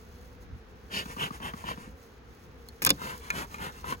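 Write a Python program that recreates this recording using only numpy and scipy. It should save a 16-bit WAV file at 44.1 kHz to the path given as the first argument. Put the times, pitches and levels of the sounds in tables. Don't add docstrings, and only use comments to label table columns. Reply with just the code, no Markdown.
import sys
import numpy as np
from scipy import signal
from scipy.fft import rfft, irfft, next_fast_len
from scipy.io import wavfile
from scipy.ndimage import map_coordinates

SR = 44100
rng = np.random.default_rng(int(sys.argv[2]) if len(sys.argv) > 2 else 0)


def store_pcm(level_fs):
    pcm = np.round(np.clip(level_fs, -1, 1) * 32767).astype(np.int16)
    wavfile.write(sys.argv[1], SR, np.atleast_2d(pcm).T)


N = 176400
T = np.arange(N) / SR
HIT_T = np.arange(SR // 4) / SR

# pitch_hz, level_db
SNAP_SPECTRUM = [(200, -17), (1500, -4), (4500, -1.5), (6800, 0), (8300, 3.5), (9800, 5.5), (11000, -2.5),
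                 (13000, 7), (15000, 3), (16500, -13)]
# pitch_hz, level_db
SPLINTER_SPECTRUM = [(100, -8), (500, -1.5), (800, -7.5), (1050, 4), (1300, 5), (2300, -3), (5200, -9),
                     (7000, -2), (16000, -37)]


def amp(db):
    return 10 ** (np.asarray(db) / 20)


def unit(x):
    return x / np.sqrt(np.mean(x ** 2) + 1e-20)


def along(points, hz):
    pitches, values = np.transpose(points)
    return np.interp(np.log(hz + 1), np.log(pitches + 1), values)


def wobble(rate):
    return map_coordinates(rng.standard_normal(int(N * rate / SR) + 4), [T * rate])


def filtered(x, response):
    size = next_fast_len(N + SR // 4)
    return irfft(rfft(x, size) * response(np.fft.rfftfreq(size, 1 / SR)), size)[..., :N]


def noise(spectrum):
    return unit(filtered(rng.standard_normal(N), lambda hz: amp(along(spectrum, hz))))


def resonant(peaks):
    def response(hz):
        return sum(amp(db) / (1 + ((pitch ** 2 - hz ** 2) / (hz * width + 1)) ** 2)
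                   for pitch, width, db in peaks)
    return unit(filtered(rng.standard_normal(N), response))


def add(track, start_s, sound):
    part = track[round(start_s * SR):][:len(sound)]
    part += sound[:len(part)]


def decay(attack_s, fade_s):
    shape = (1 - np.exp(-HIT_T / attack_s)) * amp(-60 * HIT_T / fade_s)
    return shape / shape.max()


def ring(modes, attack_cycles, blur_hz):
    pitches, levels, fades = np.transpose(modes)
    steps = rng.standard_normal((len(modes), len(HIT_T)))
    drift = np.cumsum(steps, axis=1) * np.sqrt(2 * np.pi * blur_hz / SR)
    phases = 2 * np.pi * (pitches[:, None] * HIT_T + rng.random((len(modes), 1))) + drift
    return sum(amp(db) * np.sin(phase) * decay(attack_cycles / hz, fade_s)
               for hz, db, phase, fade_s in zip(pitches, levels, phases, fades)) / np.sqrt(len(modes))


def stroke(start, end, fullest, power):
    peak_s = start + np.clip(fullest, .1, .9) * (end - start)
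    progress = np.interp(T, [start, peak_s, end], [0, .5, 1])
    return np.abs(np.sin(np.pi * progress)) ** power


def ports(x, phase, balance, echo_db, fade_s, shift_hz=1.294):
    # pitch_hz, level_db
    echo_spectrum = [(60, -55), (300, -11), (1000, -5.5), (2500, -0.5), (4500, 4.5), (7000, -27),
                     (16000, -74)]
    side = np.array([[.5], [-.5]])
    direct = filtered(x, lambda hz: np.exp(1j * side * np.interp(hz, *np.transpose(phase))))
    tails = (rng.standard_normal((2, 2, len(HIT_T))) * decay(.002, fade_s))[..., :SR // 16]
    tails /= np.linalg.norm(tails, axis=-1, keepdims=True)
    echo_a, echo_b = signal.oaconvolve(x[None, None], tails, axes=-1)[..., :N]
    turn = 2 * np.pi * shift_hz * T
    echoes = echo_a * np.cos(turn) + echo_b * np.sin(turn)
    both = direct + filtered(echoes, lambda hz: amp(echo_db + along(echo_spectrum, hz)))
    return filtered(both, lambda hz: amp(side * along(balance, hz)))


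def wind(air_db=-55):
    # pitch_hz, level_db
    air_spectrum = [(25, -30), (100, -5.5), (240, -1), (320, -5), (470, 0), (560, -11), (800, -9),
                    (1500, -10), (3000, -20), (6500, -29), (9000, -77), (16000, -46)]
    # pitch_hz, level_db
    rumble_spectrum = [(15, -16), (30, -14.5), (60, 4), (85, -2), (130, -9.5), (300, -22.5), (1000, -86)]
    # time_s, level_db
    gusts = [(0.0, -50), (0.43, -49), (0.56, -37), (0.6, -53), (1.94, -48.5), (2.02, -58.5), (2.32, -49.5),
             (2.37, -59), (2.46, -47.5), (2.78, -55.5), (2.9, -48.5), (3.24, -52.5), (3.41, -46),
             (3.44, -49.5), (3.59, -47.5), (3.72, -51.5), (3.88, -46), (4.0, -49)]
    likeness = [(150, 1.0), (400, 0.51), (950, 0.00031), (8000, 0.17)]  # pitch_hz, left-right match

    def split(hz):
        angle = np.arccos(np.clip(along(likeness, hz), -1, 1)) / 2
        return np.array([np.cos(angle), np.sin(angle)])
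    mid, side = filtered(np.array([noise(air_spectrum), noise(air_spectrum)]), split)
    rumble = noise(rumble_spectrum) + amp(-10) * np.array([noise(rumble_spectrum) for _ in range(2)])
    gust_gain = amp(np.interp(T, *np.transpose(gusts)) - 1)
    return amp(air_db) * np.array([mid + side, mid - side]) + gust_gain * rumble


def bees(count=9, wingbeat_hz=232.4, level_db=-60):
    hum = np.zeros(N)
    for _ in range(count):
        pitch_hz = wingbeat_hz * (1 + .07 * wobble(4) + .025 * wobble(35))
        phase = 2 * np.pi * np.cumsum(pitch_hz) / SR
        buzz = amp(-3) * np.sin(phase) + np.sin(2 * phase) + amp(-15) * np.sin(3 * phase)
        hum += amp(5.5 * wobble(7)) * buzz
    return amp(level_db) * unit(hum)


def rustle():
    # pitch_hz, level_db
    spectrum = [(500, -31), (2500, -6), (4500, -3.5), (6200, 1.5), (7800, -2.5), (10500, -5), (12800, -3.5),
                (16000, 0.5)]
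    # time_s, level_db
    levels = [(0, -63), (.28, -62.5), (.39, -72), (.42, -63.5), (.5, -74.5), (.86, -67.5), (1.05, -55),
              (1.8, -63), (1.92, -65), (2.03, -59.5), (2.17, -72.5), (2.4, -64.5), (2.5, -69), (2.8, -63),
              (2.93, -53), (3.2, -57), (4, -59.5)]
    flicker_db = 2.35 * wobble(25.74) + 2.1 * wobble(300)
    return amp(np.interp(T, *np.transpose(levels)) + flicker_db) * noise(spectrum)


def pry_tool(ping_s=2.687, ping_db=-43.5, ping_hz=4356):
    # start_s, level_db
    clicks = [(3.3028, -24.5), (3.543, -42), (3.584, -47)]
    # pitch_hz, level_db, fade_s
    steel_modes = [(1000, -9, 0.067), (1380, 7, .04), (1747, 6, 0.045), (2170, 6, 0.028),
                   (2424, 4.5, 0.061), (2720, -3, 0.02), (4000, -12, 0.072), (6940, -14, 0.042)]
    contact, steel = np.zeros((2, N))
    for start, db in clicks:
        add(contact, start, amp(db - 1) * decay(0.00016, 0.02))
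        add(steel, start, amp(db + 2.5) * ring(steel_modes, attack_cycles=0.62, blur_hz=4.1))
    add(steel, ping_s, ring([(ping_hz, ping_db, 0.029)], attack_cycles=1, blur_hz=23))
    return contact * (noise(SPLINTER_SPECTRUM) + amp(-10) * noise(SNAP_SPECTRUM)) + steel


def hive_cover():
    # start_s, snap_db, knock_db, bright_db, thud_db
    cracks = [(2.687, -41, -56, -54, -70), (2.8196, -35, -25, -42, -42), (2.8238, -24, -34, -36, -34),
              (2.8287, -27, -39, -42, -52), (2.833, -40, -35.5, -43, -52), (2.8397, -36, -38, -38, -54),
              (2.849, -10.5, -32, -27, -40), (2.8606, -27, -25.5, -42, -35),
              (2.8649, -10.5, -22, -22.5, -30.5), (2.8703, -25, -17.5, -18.5, -28),
              (2.8914, -40, -31, -21, -47), (2.893, -21, -28, -20, -36), (2.9025, -28, -34, -35, -56),
              (2.9039, -13, -18.5, -11, -22)]
    # pitch_hz, level_db, fade_s
    board_modes = [(117.3, -3, 0.14), (157.7, -.5, 0.19), (198, 2, 0.11), (291, 2, 0.14),
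                   (417, -5.5, 0.042), (515, -1, 0.091), (1072, 3, 0.031), (1543, -3, 0.028),
                   (2160, 0, .02), (2430, 2.5, 0.019), (2810, 0.5, .018), (3550, 1.5, 0.035),
                   (3780, -9, 0.013), (4360, 1.5, 0.016), (4600, -6, .015), (4980, -5, 0.022),
                   (5120, 0, 0.035), (5530, -4, .016), (5750, -5, 0.022), (7000, -6, 0.018)]
    snaps, splinters, wood = np.zeros((3, N))
    for start, snap_db, knock_db, bright_db, thud_db in cracks:
        add(snaps, start, amp(snap_db) * (decay(0.00036, 0.007) + amp(-22.5) * decay(0.0016, 0.018)))
        add(splinters, start, amp(knock_db - 4.5) * decay(0.00061, 0.018))
        push = [(350, thud_db), (700, knock_db), (2200, knock_db), (3400, bright_db)]
        modes = [(hz, db + along(push, hz), fade_s) for hz, db, fade_s in board_modes]
        add(wood, start, amp(2.5) * ring(modes, attack_cycles=1.4, blur_hz=19.6))
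    crackle = unit(amp(2 * wobble(2500)) * noise(SNAP_SPECTRUM))
    return snaps * crackle + splinters * noise(SPLINTER_SPECTRUM) + wood


def bellows(thump_hz=213, thump_width_s=0.0039, thump_lag_s=0.00773):
    # start_s, end_s, level_db
    refills = [(1.057, 1.168, -43), (1.305, 1.397, -44.5), (1.531, 1.672, -48), (1.734, 1.922, -49.5),
               (3.183, 3.356, -47), (3.473, 3.627, -48.5), (3.703, 3.853, -50.5)]
    # pitch_hz, level_db
    valve_spectrum = [(40, -2), (200, 4), (700, -3.5), (1000, 6), (2000, -2), (3000, -7.5), (4200, -15.5),
                      (8000, -10.5), (16000, -23.5)]
    # start_s, tap_db, thump_db
    flaps = [(1.056, -33, -32), (1.166, -36.5, -35), (1.306, -36.5, -31.5), (1.402, -36.5, -39),
             (1.536, -31.5, -31), (1.64, -35, -37.5), (1.686, -31.5, -46), (1.711, -28.5, -37.5),
             (1.7752, -41, -33.5), (1.871, -56, -37), (3.017, -34, -59), (3.145, -47, -42),
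             (3.5427, -37, -46), (3.8416, -33, -45), (3.923, -25.5, -34.5)]
    # pitch_hz, width_hz, level_db
    tap_peaks = [(445, 110, 0.5), (1080, 300, 10.5), (1470, 200, -3.5), (2970, 3300, -21.5)]
    intake = sum(amp(db) * stroke(start, end, fullest=0.45, power=1.44) for start, end, db in refills)
    taps, thumps = np.zeros((2, N))
    t = HIT_T - thump_lag_s
    thump_shape = np.exp(-(t / thump_width_s) ** 2)
    for start, tap_db, thump_db in flaps:
        add(taps, start, amp(tap_db) * decay(0.0006, 0.032))
        pitch_hz = thump_hz * (1 + .05 * rng.standard_normal())
        add(thumps, start, amp(thump_db - 0.5) * thump_shape * np.cos(2 * np.pi * pitch_hz * t))
    return intake * noise(valve_spectrum) + taps * resonant(tap_peaks) + thumps


def puffs(flutter_db=.7):
    # hollow_db, nozzle_db, upper_db, hiss_db
    squeezes = [(.893, 1.055, 0.49, -36.5, -15, 2, -5, -4.5), (1.158, 1.303, 0.49, -36, -3, 0, -22, -6.5),
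                (1.398, 1.533, 0.44, -39.5, -1, -4.5, -31, -7),
                (1.628, 1.76, 0.53, -40, -5, -2.5, -14, -7.5),
                (2.955, 3.195, 0.52, -39.5, -6, -16.5, -19.5, -6.5),
                (3.3, 3.472, 0.54, -37.5, -4, -14, -19.5, -4),
                (3.57, 3.728, 0.46, -39.5, -2.5, -11, -21, -6),
                (3.828, 3.965, 0.59, -39.5, -0.5, -17, -25, -3.5)]
    # pitch_hz, level_db
    jet_spectrum = [(30, -32), (90, -0.5), (170, 6.5), (340, -0.5), (470, 0), (720, -6), (1000, -6),
                    (1450, 3.5), (2200, -7), (2800, -29.5), (3600, -16), (8000, -64), (16000, -45)]
    # pitch_hz, width_hz, level_db
    hollow_peaks = [(980, 290, 6), (1320, 350, -22), (1880, 140, -14)]
    # pitch_hz, width_hz, level_db
    nozzle_peaks = [(2804, 770, 3), (3100, 290, -1)]
    # pitch_hz, width_hz, level_db
    upper_peaks = [(4400, 800, 3), (4890, 690, 3), (5920, 790, -8.5), (6800, 430, 0)]
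    # pitch_hz, level_db
    hiss_spectrum = [(300, -23), (2500, 8.5), (4500, -3.5), (6100, 1), (7900, 3), (10500, -1.5), (12800, 1),
                     (16000, -8)]
    jet, hollow, nozzle, upper, hiss = np.zeros((5, N))
    for start, end, fullest, db, hollow_db, nozzle_db, upper_db, hiss_db in squeezes:
        flow = stroke(start, end, fullest, power=1.93)
        jet += amp(db) * flow ** 0.61
        hollow += amp(db + hollow_db) * flow ** 0.59
        nozzle += amp(db + nozzle_db) * flow ** 1.11
        upper += amp(db + upper_db) * flow ** 1.37
        hiss += amp(db + hiss_db) * flow ** 1.01
    flutter = amp(flutter_db * wobble(110))
    body = jet * noise(jet_spectrum) + hollow * resonant(hollow_peaks)
    whistle = nozzle * resonant(nozzle_peaks) + upper * resonant(upper_peaks)
    return flutter * (body + whistle + hiss * noise(hiss_spectrum))


def scene(move_s=2.4):
    # pitch_hz, phase_radians
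    first_phase = [(0, 0), (1350, 3.1), (2800, 6.7), (3600, 9.4), (4500, 11.6), (5500, 14.3), (6300, 12.5),
                   (8400, 9.4), (11000, 6.3), (13600, 3.1), (16500, -.6)]
    # pitch_hz, phase_radians
    later_phase = [(0, 0), (1250, 3), (2400, 5.2), (3800, 8.3), (5400, 2.6), (6200, 0), (8500, -3.1),
                   (11000, -6.2), (13700, -9.4), (16500, -13)]
    # pitch_hz, phase_radians
    cover_phase = [(0, 0), (400, .3), (1400, 3.1), (2500, 2.2), (3500, 2.6), (5200, 3), (5800, .8),
                   (6200, .2), (8500, -3.1), (11000, -6.2), (13700, -9.4), (16500, -13)]
    # pitch_hz, left_minus_right_db
    balance = [(100, 0.5), (450, 0.5), (740, 4), (1400, 1.5), (2300, -0.5), (3600, 1), (5400, -7.5),
               (7500, 2.5), (16000, -0.5)]
    # pitch_hz, left_minus_right_db
    cover_balance = [(100, 3), (500, -1.5), (1100, 4.5), (1700, 11.5), (2600, 4), (3600, -4), (5400, -8.5),
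                     (7500, 3), (16000, -2)]
    smoker = puffs() + bellows()
    first = ports(smoker * (T < move_s), first_phase, balance, echo_db=-4.5, fade_s=0.028)
    later = ports(smoker * (T >= move_s) + rustle(), later_phase, balance, echo_db=-2.5, fade_s=0.025)
    clicks = ports(pry_tool(), later_phase, balance, echo_db=-8, fade_s=0.02)
    cracks = ports(hive_cover(), cover_phase, cover_balance, echo_db=-7.5, fade_s=0.026)
    return first + later + clicks + cracks + bees() + wind()


def record(dry):
    top_hz = 16300
    return filtered(dry, lambda hz: 1 / (1 + (hz / top_hz) ** 120))


dry = scene()
out = record(dry)
store_pcm(out)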